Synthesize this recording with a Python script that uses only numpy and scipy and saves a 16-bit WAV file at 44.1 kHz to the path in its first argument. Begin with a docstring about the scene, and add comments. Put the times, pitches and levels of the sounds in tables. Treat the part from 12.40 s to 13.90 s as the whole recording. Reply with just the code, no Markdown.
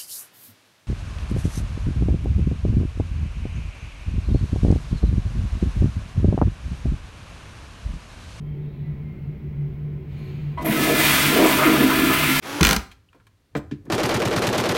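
"""A workbench in a small room. A cordless drill drives a screw home: the rotor hums, the gears whir,
the screw seats with a thump and the torque clutch ratchets eight times, its sprung balls snapping
over their ramps and jolting the workpiece. The drill is lifted away with a few light ticks and set
down on the bench, where it knocks, tips over and settles. Room air and a low rumble lie underneath."""
import sys
import numpy as np
from scipy import signal
from scipy.fft import rfft, irfft, next_fast_len
from scipy.io import wavfile

SR = 44100
rng = np.random.default_rng(int(sys.argv[2]) if len(sys.argv) > 2 else 0)


def master(y):
    """Save y as 16-bit WAV."""
    cut = np.clip(np.atleast_2d(y).T, -1, 1)
    pcm = np.round(cut * 32767)  # scale
    wavfile.write(sys.argv[1], SR, pcm.astype(np.int16))


N = 66150
T = np.arange(N) / SR

# The clutch slips a notch: (time [s], relative snap level [dB], relative thump level [dB])
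SLIPS = [(0.2094, -6.5, -12), (0.2297, 0.5, -17), (0.2491, 1, -23), (0.2685, -2, -25), (0.2894, -3, -24.5),
         (0.3092, -3, -30), (0.3295, -4.5, -26), (0.3632, -8.5, -29)]


def from_db(db):
    """Decibels to gain."""
    return 10 ** (np.asarray(db) / 20)


def rms_one(x):
    """Scale to unit power."""
    return x / np.sqrt(np.mean(x ** 2) + 1e-20)


def in_time(rows):
    """A breakpoint envelope at every sample."""
    return np.interp(T, *np.transpose(rows))


def at_hz(points, hz):
    """Read a curve on a log-frequency axis."""
    freqs, values = np.transpose(points)
    return np.interp(np.log(hz + 1e-9), np.log(freqs), values)


def coloured(x, spectrum):
    """Minimum-phase EQ of the given shape that keeps the power of white noise."""
    size = 2 * next_fast_len(N)
    gain = rms_one(from_db(at_hz(spectrum, np.fft.rfftfreq(size, 1 / SR))))
    cepstrum = irfft(np.log(gain))
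    cepstrum[1:size // 2] *= 2
    cepstrum[size // 2 + 1:] = 0
    return irfft(rfft(x, size) * np.exp(rfft(cepstrum)))[:N]


def chatter(start, hold, t60):
    """A contact made of countless tiny ones: a noise burst with hard attack, short hold and decay."""
    return (T >= start) * from_db(-60 * np.maximum(T - start - hold, 0) / t60) * rng.standard_normal(N)


def struck(modes, times, levels_db, spread_db):
    """Blows ring a body; each reaches every mode with a strength of its own."""
    ring = np.zeros(N)
    onsets = np.clip(np.asarray(times) * SR, 0, N - 1).astype(int)
    for k, (hz, db, t60) in enumerate(modes):
        blows = np.zeros(N)
        blows[onsets] = from_db(db + np.asarray(levels_db) + spread_db * rng.standard_normal(len(times)))
        r, w = from_db(-60 / (t60 * SR)), 2 * np.pi * hz / SR
        ring += (-1) ** k * signal.lfilter([0, np.sin(w)], [1, -2 * r * np.cos(w), r * r], blows + 1e-18)
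    return ring


def background():
    """Still room air, and the low rumble of someone shifting about."""
    # Colours of air and rumble: (frequency [Hz], relative density [dB])
    air_colour = [(25, -0.5), (60, 1), (100, -6.5), (200, -9), (400, -19), (600, -24.5), (1500, -23),
                  (4300, -26), (5500, -30), (9500, -33), (15500, -38)]
    rumble_colour = [(30, -14.5), (55, -4), (100, 4.5), (160, -13.5), (300, -19), (800, -33.5), (4000, -60)]
    # Swells of the rumble: (time [s], level [dB])
    rumble_level = [(0, -56.5), (.15, -43), (.5, -56.5), (.7, -63), (.83, -56.5), (.96, -65), (1.1, -64.5),
                    (1.17, -40), (1.3, -44.5), (1.5, -53)]
    air = from_db(-65.5) * coloured(rng.standard_normal(N), air_colour)
    rumble = from_db(in_time(rumble_level)) * coloured(rng.standard_normal(N), rumble_colour)
    return air + rumble


def room(x):
    """Diffuse reflections in half-octave bands; the bass hangs on longest."""
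    # Reverb decay: (frequency [Hz], t60 [s])
    decay_times = [(60, 0.72), (250, 0.35), (1000, 0.36), (3000, 0.34), (8000, 0.32), (15000, 0.27)]
    # Reverb tone: (frequency [Hz], gain [dB])
    colour = [(60, -9), (250, -5), (1200, -2.5), (3000, -8.5), (8000, -8.5), (15000, -11.5)]
    predelay_s = .0037
    hz, tail = np.fft.rfftfreq(N, 1 / SR), 0
    spectrum = rfft(rng.standard_normal(N)) * from_db(at_hz(colour, hz))
    edges = np.geomspace(30, 17000, 19)
    for low, high in zip(edges, edges[1:]):
        band = irfft(spectrum * (hz >= low) * (hz < high), N)
        decay = (T > predelay_s) * from_db(-60 * T / at_hz(decay_times, np.sqrt(low * high)))
        tail += band * decay / np.linalg.norm(decay)
    return signal.fftconvolve(x, tail)[:N]


def handling_ticks():
    """Trigger, chuck and hand give small clicks that ring briefly in the hollow grip."""
    # Light ticks: (time [s], relative level [dB], centre [Hz], t60 [s], width [octaves])
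    ticks = [(0.0253, -40.5, 2840, 0.018, 1.06), (0.2041, -20, 910, .02, 0.34),
             (.505, -62, 3484, 0.087, 0.81), (.515, -45, 2740, 0.066, 1.5), (.687, -60, 2876, 0.029, 0.19),
             (0.729, -55, 1302, 0.064, 1.29), (0.746, -50.5, 284.3, 0.2, 1.46),
             (0.8, -58, 1270, 0.069, 0.88), (0.868, -54, 1620, 0.054, 1.9),
             (0.867, -63.5, 8660, 0.052, 0.86), (1.453, -57.5, 6350, 0.029, 1.4)]
    # Resonances of the plastic grip: (frequency [Hz], relative level [dB])
    grip_modes = [(1060, 1.5), (1380, -4), (1620, -6), (2420, -0.5), (3200, -7), (4200, -9.5), (12600, -15)]
    octaves = np.linspace(-6, 6, 97)
    clicks = 0
    for start, db, hz, t60, width in ticks:
        bell_db = -10 * np.log2(1 + (octaves / width) ** 2)
        colour = np.column_stack([hz * 2 ** octaves, bell_db])
        clicks += from_db(db) * coloured(chatter(start, hold=.0023, t60=t60), colour)
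    grip = sum(from_db(db) * signal.lfilter(*signal.iirpeak(hz, Q=15, fs=SR), clicks)
               for hz, db in grip_modes)
    return from_db(-3.5) * clicks + from_db(3) * grip


def bench_knocks():
    """The battery case clacks on the bench and rings; the top booms as the drill rocks."""
    # The drill meets the bench, levels relative: (time [s], clack [dB], low cut [Hz], high cut [Hz],
    # case ring [dB], thud [dB], thud lag [s])
    knocks = [(1.151, -21, 151, 3010, -22, -20, 0.0011), (1.312, -34.5, 1650, 5900, -40, -25, 0.00281),
              (1.466, -48.5, 298.6, 1096, -51, -36, 0.0058)]
    # Colour of the clack: (frequency [Hz], relative density [dB])
    clack_colour = [(200, 8.5), (500, 11.5), (1100, 0.5), (1500, 4), (2300, -0.5), (3200, -5.5),
                    (6000, -11), (15000, -15)]
    # Battery case modes: (frequency [Hz], relative level [dB], t60 [s])
    case_modes = [(461, 3, 0.048), (532, -19, 0.079), (774, -10, 0.039), (1027, -2.5, 0.035),
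                  (1178, -10.5, 0.062), (1476, -9, 0.031), (1737, -5.5, 0.055), (2150, -7, 0.025),
                  (2384, -11, 0.065)]
    # Bench top modes: (frequency [Hz], relative level [dB])
    bench_modes = [(128, -2.5), (152, -1), (205, -6), (240, -1), (300, 1.5), (345, -7), (405, -7.5)]
    bench_t60_s, rock_s, rock_loss_db = .115, .0142, 7
    clacks = 0
    for start, db, low_hz, high_hz, *_ in knocks:
        band = signal.butter(2, [low_hz, high_hz], "band", fs=SR, output="sos")
        body = signal.sosfilt(band, chatter(start, hold=.001, t60=.11) + 1e-18)
        bright_edge = from_db(-17) * chatter(start, hold=.001, t60=.022)
        clacks += from_db(db) * (body + bright_edge)
    times, *_, case_db, thud_db, lag = np.transpose(knocks)
    case = struck(case_modes, times, case_db, spread_db=2)
    top = [(hz, db, bench_t60_s) for hz, db in bench_modes]
    thuds = sum(struck(top, times + lag + k * rock_s, thud_db - k * rock_loss_db, spread_db=1.5)
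                for k in range(3))
    return coloured(clacks, clack_colour) + case + thuds


def bit_rattle():
    """The bit rattles in the chuck as the drill lands."""
    # Bright, metallic colour: (frequency [Hz], relative density [dB])
    colour = [(4000, -9), (7000, -13.5), (7700, -5), (8600, -13), (10000, -21.5), (15500, -16)]
    return from_db(-43.5) * coloured(chatter(start=1.165, hold=.0099, t60=.084), colour)


def base_slide():
    """The drill's base slides on the bench with a dull scuff."""
    # Envelope of the scuff: (time [s], level [dB])
    level = [(1.43, -77.5), (1.458, -44), (1.48, -46), (1.5, -39.5)]
    # Its colour: (frequency [Hz], relative density [dB])
    colour = [(50, -21), (120, -1), (300, 2), (450, -8.5), (650, -19.5), (1500, -22.5), (3000, -39),
              (12000, -54)]
    return from_db(in_time(level)) * coloured(rng.standard_normal(N), colour)


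def workpiece_thumps():
    """The screw head jams and every slip jolts the workpiece; its low modes ring longest."""
    # Modes of the workpiece pressed on the bench: (frequency [Hz], relative level [dB])
    workpiece_modes = [(57, 3.5), (76, -1.5), (128, -5), (170, 2.5), (212, 2.5), (255, -10.5), (320, -6),
                       (440, -3.5), (680, -16.5)]
    seat_s, seat_db = .2215, -14
    times, _, thump_db = np.transpose(SLIPS)
    modes = [(hz, db, .115 * (128 / hz) ** .5) for hz, db in workpiece_modes]  # t60 is .115 s at 128 Hz
    return struck(modes, [seat_s, *times], [seat_db, *thump_db], spread_db=4)


def gears(turns):
    """Gear teeth click unevenly: a pattern that repeats each turn, roughened with noise."""
    # Colour of the whir: (frequency [Hz], relative density [dB])
    colour = [(60, -37), (130, -8.5), (250, -8), (380, -2.5), (520, -13), (750, -10.5), (1200, -10.5),
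              (2400, -13), (4400, -20), (6300, -21.5), (8100, -29), (10500, -26), (15500, -32.5)]
    teeth, roughness = 9, 1.15
    tooth = (turns * teeth).astype(int)
    pattern = rng.standard_normal(teeth)
    strength = rms_one(pattern - pattern.mean())[tooth % teeth] + roughness * rng.standard_normal(N)
    clicks = np.diff(tooth, prepend=0) * strength
    return rms_one(coloured(rms_one(clicks) + roughness * rng.standard_normal(N), colour))


def motor():
    """The rotor hums and whines, its pitch wavering with the load, and drives the gears."""
    # Rotor speed: (time [s], speed [turns/s])
    speed = [(.02, 152), (.045, 230), (.07, 276), (.10, 272), (.135, 283), (.165, 292), (.2, 279),
             (.35, 254), (.42, 132)]
    # The rotor's own hum, swelling as the screw bites: (time [s], level [dB])
    hum_level = [(.02, -70), (.05, -54), (.11, -48), (.135, -52), (.15, -36), (.172, -34), (.19, -51),
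                 (.36, -54), (.44, -90)]
    # Clean tones of the whine: (multiple of the speed, relative level [dB])
    orders = [(3, -14), (4, -12), (5, -13), (7, -16), (8, -13), (16, -20)]
    # Envelope of whine and gears: (time [s], gain [dB])
    effort = [(.012, -67), (.03, -44), (.055, -37), (.095, -34), (.165, -33.5), (.195, -33), (.34, -25.5),
              (.39, -41.5), (.46, -77.5)]
    wobble_depth, wobble_hz = .028, 70
    smoothing = signal.butter(2, wobble_hz, fs=SR, output="sos")
    wobble = rms_one(signal.sosfilt(smoothing, rng.standard_normal(N)))
    turns = np.cumsum(in_time(speed) * (1 + wobble_depth * wobble)) / SR
    hum = from_db(in_time(hum_level)) * np.sqrt(2) * np.sin(2 * np.pi * turns)
    whine = sum(from_db(db) * np.sqrt(2) * np.sin(2 * np.pi * (k * turns + rng.random()))
                for k, db in orders)
    return hum + from_db(in_time(effort)) * (whine + from_db(2) * gears(turns))


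def clutch():
    """Sprung balls snap over their ramps and ring the housing."""
    # Colour of the snap: (frequency [Hz], relative density [dB])
    snap_colour = [(300, -13.5), (1000, -5), (2000, -3), (4000, -5), (6200, -8), (8000, -12),
                   (11000, -14.5), (15500, -13)]
    # Drill housing modes: (frequency [Hz], relative level [dB])
    housing_modes = [(985, -6), (1120, -8.5), (1340, -2), (1440, -0.5), (1615, -3), (1900, -3.5),
                     (2110, -4), (2400, 0), (3040, -7.5), (3470, -7.5), (4150, -3.5), (5110, -27.5),
                     (6150, -2.5)]
    hold_s, snap_t60_s, housing_t60_s, touch_lag_s = .0026, .011, .04, .0108
    times, snap_db, _ = np.transpose(SLIPS)
    snaps = sum(from_db(db) * chatter(start, hold_s, snap_t60_s) for start, db, _ in SLIPS)
    # After the second to sixth slips the balls touch the next ramp, more softly.
    touches = sum(from_db(db - 8.5) * chatter(start + touch_lag_s, hold_s, snap_t60_s)
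                  for start, db, _ in SLIPS[1:-2])
    modes = [(hz, db, housing_t60_s) for hz, db in housing_modes]
    housing = struck(modes, times + hold_s * rng.random(len(times)), snap_db - 16.5, spread_db=1.5)
    return from_db(-9) * coloured(snaps + touches, snap_colour) + housing


def scene():
    """Drill, workpiece and set-down, each with its own reverb send, over the background in mono."""
    drill = motor() + clutch() + handling_ticks()
    thumps = workpiece_thumps()
    set_down = bench_knocks() + bit_rattle() + base_slide()
    reverb = room(from_db(-5.5) * drill + from_db(-10.5) * thumps + from_db(-7) * set_down)
    return (drill + thumps + set_down + reverb + background())[None]


def record(dry):
    """Soft saturation rounds the peaks; the deepest bass and the very top are cut."""
    ceiling, low_cut_hz, high_cut_hz = .72, 40, 15900
    rounded = ceiling * np.tanh(dry / ceiling)
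    thinned = signal.sosfilt(signal.butter(4, low_cut_hz, "high", fs=SR, output="sos"), rounded)
    return signal.sosfilt(signal.ellip(10, .3, 75, high_cut_hz, fs=SR, output="sos"), thinned)


dry = scene()
out = record(dry)
master(out)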